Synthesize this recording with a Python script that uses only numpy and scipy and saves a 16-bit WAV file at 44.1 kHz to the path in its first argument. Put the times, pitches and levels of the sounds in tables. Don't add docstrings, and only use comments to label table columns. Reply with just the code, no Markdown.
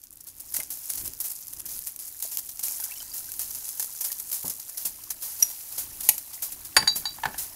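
import sys
import numpy as np
from scipy import signal
from scipy.fft import rfft, irfft
from scipy.io import wavfile

SR = 44100
rng = np.random.default_rng(int(sys.argv[2]) if len(sys.argv) > 2 else 0)


def store_pcm(level_fs):
    pcm = np.round(np.clip(level_fs, -1, 1) * 32767).astype(np.int16)
    wavfile.write(sys.argv[1], SR, np.atleast_2d(pcm).T)


N = 332997
TIME = np.arange(N) / SR

# time in seconds, level in dB.
RUMBLE_RIDE = [(0.0, -69), (0.46, -58.5), (0.86, -68), (1.07, -52), (1.28, -70), (1.7, -56.5),
               (1.89, -65.5), (2.92, -65.5), (3.3, -60.5), (4.02, -67), (5.0, -62.5), (5.66, -67.5),
               (5.95, -55), (6.31, -64.5), (6.58, -59), (7.55, -57.5)]
# frequency in Hz, level in dB.
RUMBLE_EQ = [(20, -1.5), (40, 2.5), (70, 0.5), (130, -2.5), (200, -9.5), (300, -3.5), (430, -14.5),
             (1000, -21), (3000, -22.5), (16000, -22)]

# start in seconds, level in dB, hardness from 0 to 1.
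BAIL_HITS = [(0.564, -19, 0.8), (0.599, -22.5, 1), (5.4241, -6.5, 0), (6.0881, -3.5, 0.97)]
# pitch in Hz, dB when flicked softly, dB when snapped hard, t60 in seconds.
BAIL_RING = [(868, -47, -25, .05), (5300, -15, -26, .025), (5800, 1.5, -20, .035), (6660, -24, -18, .065),
             (9324, -18, -20, .05), (9810, -34, -21, .07), (11190, -22, -16, .055), (11370, -9, -10, .055),
             (12120, -17, -21, .04), (13270, -16, -20, .05), (13750, -19, -24, .04),
             (14220, -18, -21, .035)]
# frequency in Hz, level in dB.
BAIL_CRACK_EQ = [(300, -18), (1500, -19.5), (2500, -4), (3300, -12.5), (5200, -11), (6700, -6),
                 (7900, -8.5), (9400, 1.5), (10200, -4), (11200, 3), (13000, -2.5), (15500, -12)]

# start in seconds, level in dB, contact point from 0 (foot) to 1 (side).
BOTTLE_CLINKS = [(6.7652, -11, 0), (6.8755, -11.5, 0.71), (7.0545, -21.5, 0.77)]
# pitch in Hz, dB struck at the foot, dB struck on the side, t60 in seconds.
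BOTTLE_RING = [(3928, -22, -1, .17), (4626, -1.5, -3, .2), (4680, -10, -8, .19), (4974, -17, -30, .12),
               (5375, -19, -28, .1), (6698, -15, -11, .11), (6840, -8, -20, .1), (7784, -18, -31, .09),
               (9012, -16, -27, .09), (9437, -3, -18, .095), (10380, -14, -28, .1), (12840, -13, -29, .07)]
# start in seconds, level in dB, softness from 0 to 1.
COUNTER_KNOCKS = [(.544, -42, 0), (.566, -59, 0), (0.601, -42.5, 0), (3.797, -45, 0), (6.766, -9, 0.05),
                  (6.825, -26.5, 0.3), (6.873, -25, 0), (7.054, -31, 0.16), (7.185, -40.5, 1),
                  (7.2344, -21.5, 1), (7.2541, -17, 0.8), (7.343, -34, 0.94)]
# pitch in Hz, dB hit hard, dB hit softly, t60 in seconds.
COUNTER_RING = [(775, -11, -7, .07), (870, -5, -6, .09), (1068, -7, -14, .09), (1280, -13, -24, .07),
                (1495, -5, -14, .07), (1630, -4, -12, .065), (1757, 0, -1, .05), (2100, -7, -13, .04),
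                (2260, -6, -15, .04), (2690, -6, -21, .04), (3250, -12, -19, .035)]
# frequency in Hz, level in dB.
KNOCK_EQ = [(100, -42), (350, 0), (900, -11), (1800, 7.5), (2700, 0.5), (3600, 0.5), (7000, -8.5),
            (16000, -11.5)]
# frequency in Hz, level in dB.
THOCK_EQ = [(200, -29), (600, -23.5), (850, 13), (1280, -18.5), (1740, -4), (2200, -72), (3400, -52),
            (8000, -38)]
# start in seconds, level in dB, t60 in seconds.
HANDLING_BUMPS = [(0.585, -42, 0.1), (4.44, -39.5, 0.24), (4.847, -48.5, 0.19), (6.768, -40, 0.51),
                  (6.826, -35, 0.07), (6.955, -40.5, 0.12), (7.253, -38.5, 0.27)]
# frequency in Hz, level in dB.
BUMP_EQ = [(30, -14), (70, -1.5), (130, -2), (200, -0.5), (300, -6), (600, -6.5), (1200, -13), (4000, -61)]

# time in seconds, level in dB.
GURGLE_RIDE = [(0, -74.5), (1, -69.5), (2.6, -71), (2.85, -56), (3.3, -65.5), (4.4, -64.5), (7.55, -56)]
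# start in seconds, level in dB, opening pitch in Hz.
SHORT_RINGS = [(.602, -33.5, 2080), (2.25, -41.5, 650), (2.799, -42.5, 870), (2.825, -44, 1500),
               (2.911, -40.5, 2290), (2.919, -36, 2630), (2.959, -42, 2980), (2.975, -35.5, 5570),
               (3.003, -37, 5070), (3.003, -38, 3050), (3.116, -36, 4760), (3.287, -45, 1570),
               (4.103, -42, 1840)]

# start in seconds, level in dB.
BUBBLE_SNAPS = [(0.6319, -12), (0.7032, -15), (0.9352, -12), (1.1347, -16), (1.2016, -11), (1.5338, -14),
                (1.6027, -15), (1.7897, -14), (1.8708, -9), (1.9608, -16), (1.9898, -19), (2.2237, -10),
                (2.371, -4), (2.5919, -15), (2.6822, -9), (3.3178, -12), (3.3926, -14), (3.7957, -9),
                (4.1269, -11), (4.326, -12), (4.7799, -13), (6.1798, -9)]
# start in seconds, level in dB, t60 in seconds.
STEAM_SPITS = [(0.031, -40, 0.057), (0.265, -36.5, 0.17), (0.395, -35, 0.063), (0.537, -28, 0.3),
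               (0.562, -27, 0.06), (0.703, -31.5, 0.39), (0.901, -34.5, 0.36), (0.972, -29.5, 0.16),
               (1.05, -28, 0.1), (1.199, -27.0, 0.18), (1.239, -29, 0.34), (1.653, -32.5, 0.14),
               (1.69, -35, 1.1), (1.862, -33, 0.27), (1.99, -38.5, 2), (2.222, -30, 0.4),
               (2.311, -31, 0.33), (2.591, -35.5, 0.099), (2.627, -28, 0.72), (2.834, -28, 0.084),
               (3.133, -31.5, 0.48), (3.39, -27.5, 0.33), (3.543, -33.5, 0.29), (3.675, -33, 0.16),
               (3.792, -32, 0.29), (4.005, -24.0, 0.079), (4.039, -25, 0.24), (4.324, -25.5, 0.34),
               (4.448, -29.5, 0.2), (4.495, -25.5, 0.1), (4.771, -32.5, 0.59), (4.849, -21.5, 0.14),
               (5.101, -23, 0.075), (5.219, -29, 0.55), (5.392, -32.5, 0.63), (5.72, -35, 0.44),
               (5.776, -24, 0.24), (6.003, -25, 0.055), (6.028, -30, 0.7), (6.178, -28, 0.065),
               (6.329, -31.5, 0.15), (6.419, -23.5, 0.24), (6.517, -28.5, 0.08), (6.644, -32.5, 0.16),
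               (6.954, -23, 0.2), (7.378, -25, 0.37)]
# time in seconds, level in dB.
SIZZLE_RIDE = [(0.0, -53), (0.13, -55), (0.5, -43.5), (0.68, -44), (0.9, -37), (1.17, -45), (1.4, -41.5),
               (1.97, -53.0), (2.4, -41), (2.56, -42.5), (2.8, -36.5), (3.1, -40.5), (3.65, -37),
               (4.6, -41.0), (5.2, -42), (5.35, -36), (6.3, -41.5), (7.55, -42)]
# time in seconds, level in dB.
TICK_RIDE = [(0, 1), (.7, 1), (4.62, -0.5), (5.6, -17.5), (7.55, -54)]
# frequency in Hz, level in dB.
CRACKLE_EQ = [(250, -21.5), (450, -17.5), (850, -11.5), (1200, -16), (2200, -14.5), (3800, -13.5),
              (4700, -9), (5600, -6.5), (7100, -4), (8400, -6), (9900, -0.5), (12000, 0.9), (13800, 0.5),
              (15500, -4)]


def from_db(db):
    return 10 ** (np.asarray(db) / 20)


def ride(rows):
    return np.interp(TIME, *np.transpose(rows))


def add(out, s, sound):
    start = min(max(round(s * SR), 0), N)
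    out[start:start + len(sound)] += sound[:N - start]


def colour(x, eq, size=4096):
    hz, db = np.transpose(eq)
    gain = from_db(np.interp(np.log(np.fft.rfftfreq(size, 1 / SR) + 1), np.log(hz), db))
    cepstrum = irfft(np.log(gain))[:size // 2]
    pulse = irfft(np.exp(rfft(2 * cepstrum, size)))
    return signal.oaconvolve(x, pulse / np.linalg.norm(pulse))[:N]


def noise(eq):
    return colour(rng.standard_normal(N), eq)


def swell(rise, t60):
    t = TIME[:SR]
    return np.minimum(t / rise, 1) * from_db(-60 * np.maximum(t - rise, 0) / t60)


def bursts(rows):
    power = np.zeros(N)
    for s, db, rise, t60 in rows:
        add(power, s, (from_db(db) * swell(rise, t60)) ** 2)
    return np.sqrt(power)


def grains(per_s, spread_db):
    sizes = from_db(spread_db * np.minimum(rng.exponential(1, N), 4))
    sizes /= np.sqrt(np.mean(sizes ** 2))
    chance = np.minimum(per_s / SR, 1)
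    return sizes * rng.choice([-1, 1], N) * (rng.random(N) < chance) / np.sqrt(chance)


def strike(hits, modes, rise):
    out = np.zeros(N)
    for s, db, blend in hits:
        for hz, first_db, second_db, t60 in modes:
            tone = np.sin(2 * np.pi * (hz * TIME[:SR] + rng.random()))
            gain = from_db(db + first_db + blend * (second_db - first_db))
            add(out, s, gain * swell(rise, t60) * tone)
    return out


def bubbles(per_s, spread_db, low_hz, high_hz, cycles, count):
    out = np.zeros(N)
    for hz in np.geomspace(low_hz, high_hz, count):
        decay = from_db(-60 * hz / (cycles * SR))
        angle = 2 * np.pi * hz / SR
        gain = np.sqrt((1 - decay ** 2) / 2)
        kicks = grains(per_s / count, spread_db) + 1e-18 * TIME
        out += signal.lfilter([gain, 0, -gain], [1, -2 * decay * np.cos(angle), decay ** 2], kicks)
    return out / np.sqrt(count)


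def hob_rumble(gain_db=4, waver_db=2, wavers_per_s=9):
    waver = np.interp(TIME * wavers_per_s, np.arange(400), rng.standard_normal(400))
    return from_db(ride(RUMBLE_RIDE) + gain_db + waver_db * waver) * noise(RUMBLE_EQ)


def kitchen(x, t60, wet_db=-15.5):
    tail = swell(.016, t60) * rng.standard_normal(SR)
    return x + from_db(wet_db) * signal.oaconvolve(x, tail / np.linalg.norm(tail))[:N]


def wire_bail(soft_crack_db=-12, hardness_db=9):
    crack = bursts([(s, db + soft_crack_db + hardness_db * hard, .0022, .036)
                    for s, db, hard in BAIL_HITS])
    return strike(BAIL_HITS, BAIL_RING, rise=.0028) + crack * noise(BAIL_CRACK_EQ)


def bottle(crack_db=-1, thock_db=2):
    crack = bursts([(s, db + crack_db - 8 * soft, .002, .04) for s, db, soft in COUNTER_KNOCKS])
    thock = bursts([(s, db + thock_db - 12 * (1 - soft), .0015, .024) for s, db, soft in COUNTER_KNOCKS])
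    contact = crack * noise(KNOCK_EQ) + thock * noise(THOCK_EQ)
    counter = from_db(-4) * strike(COUNTER_KNOCKS, COUNTER_RING, rise=.00057)
    bump = bursts([(s, db, .006, t60) for s, db, t60 in HANDLING_BUMPS]) * noise(BUMP_EQ)
    glass = strike(BOTTLE_CLINKS, BOTTLE_RING, rise=.00095)
    return glass + contact + counter + bump


def gurgle():
    level = from_db(ride(GURGLE_RIDE))
    per_s = 400 * level / from_db(-63)
    return level * bubbles(per_s, spread_db=3.8, low_hz=652, high_hz=5330, cycles=26, count=16)


def plinks(gain_db=1.1, rise=.00072, t60=.037, climb_per_s=1.1):
    out = np.zeros(N)
    for s, db, hz in SHORT_RINGS:
        pitch = hz * (1 + climb_per_s * np.minimum(TIME[:SR], t60))
        tone = np.sin(2 * np.pi * np.cumsum(pitch) / SR)
        add(out, s, from_db(db + gain_db) * swell(rise, t60) * tone)
    return out


def snaps(gain_db=3.5, low_cut_hz=1800, delay_s=.0012):
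    clicks = np.zeros(N)
    scatter = from_db(-11) * swell(.0001, .002) + from_db(-24) * swell(.001, .018)
    for s, db in BUBBLE_SNAPS:
        crack = scatter * rng.standard_normal(SR)
        crack[0] = 1
        add(clicks, s + delay_s, from_db(db + gain_db) * crack)
    low_cut = signal.butter(1, low_cut_hz, "high", fs=SR, output="sos")
    return colour(signal.sosfilt(low_cut, clicks), CRACKLE_EQ)


def sputter(per_s=22, level_db=7, spread_db=8.5, rise=.006, t60=.027, tick_follow=.36):
    gap_draws, level_draws = rng.random((400, 2)).T
    starts = np.cumsum(-np.log(1 - gap_draws)) / per_s
    levels = level_db + spread_db * (2 * level_draws - 1)
    envelope = bursts([(s, db, rise, t60) for s, db in zip(starts, levels) if s < TIME[-1]])
    return envelope * from_db(tick_follow * ride(TICK_RIDE))


def spit_onset(s, reach_s=.008, snapped_rise=.0005, free_rise=.006):
    snap_s = min((at for at, _ in BUBBLE_SNAPS), key=lambda at: abs(at - s))
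    return (snap_s, snapped_rise) if abs(snap_s - s) < reach_s else (s, free_rise)


def boiling(bed_db=-.5, lift_db=.5, lift_s=.02):
    bed = from_db(ride(SIZZLE_RIDE) + bed_db) * np.hypot(1, sputter())
    lift, flares = np.zeros(N), []
    for s, db, t60 in STEAM_SPITS:
        start, rise = spit_onset(s)
        add(lift, start - lift_s, np.linspace(0, lift_db, int(lift_s * SR)))
        flares.append((start, db, rise, t60))
    return np.hypot(bed * from_db(lift), bursts(flares))


def sizzle(fizz_per_s=5000, ticks_per_s=260, steam_per_s=9000, typical_db=-39, steam_growth=.082):
    level = boiling()
    vigour = level / from_db(typical_db)
    fizz = bubbles(fizz_per_s * vigour, spread_db=8, low_hz=4030, high_hz=15400, cycles=25, count=12)
    ticks = bubbles(ticks_per_s * vigour, spread_db=2.5, low_hz=5620, high_hz=16200, cycles=6.6, count=6)
    steam = vigour ** steam_growth * grains(steam_per_s * vigour, spread_db=3)
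    texture = from_db(-8.5) * fizz + from_db(ride(TICK_RIDE) - 5) * ticks + from_db(-2.68) * steam
    return colour(level * texture, CRACKLE_EQ)


def scene():
    pot = kitchen(sizzle() + snaps() + plinks() + gurgle(), t60=.036)
    handling = kitchen(bottle() + wire_bail(), t60=.26)
    return (pot + handling + hob_rumble())[None]


def record(dry, cutoff_hz=15700):
    high_cut = signal.ellip(12, .1, 70, cutoff_hz, fs=SR, output="sos")
    return signal.sosfilt(high_cut, np.clip(dry, -1, 1))


dry = scene()
out = record(dry)
store_pcm(out)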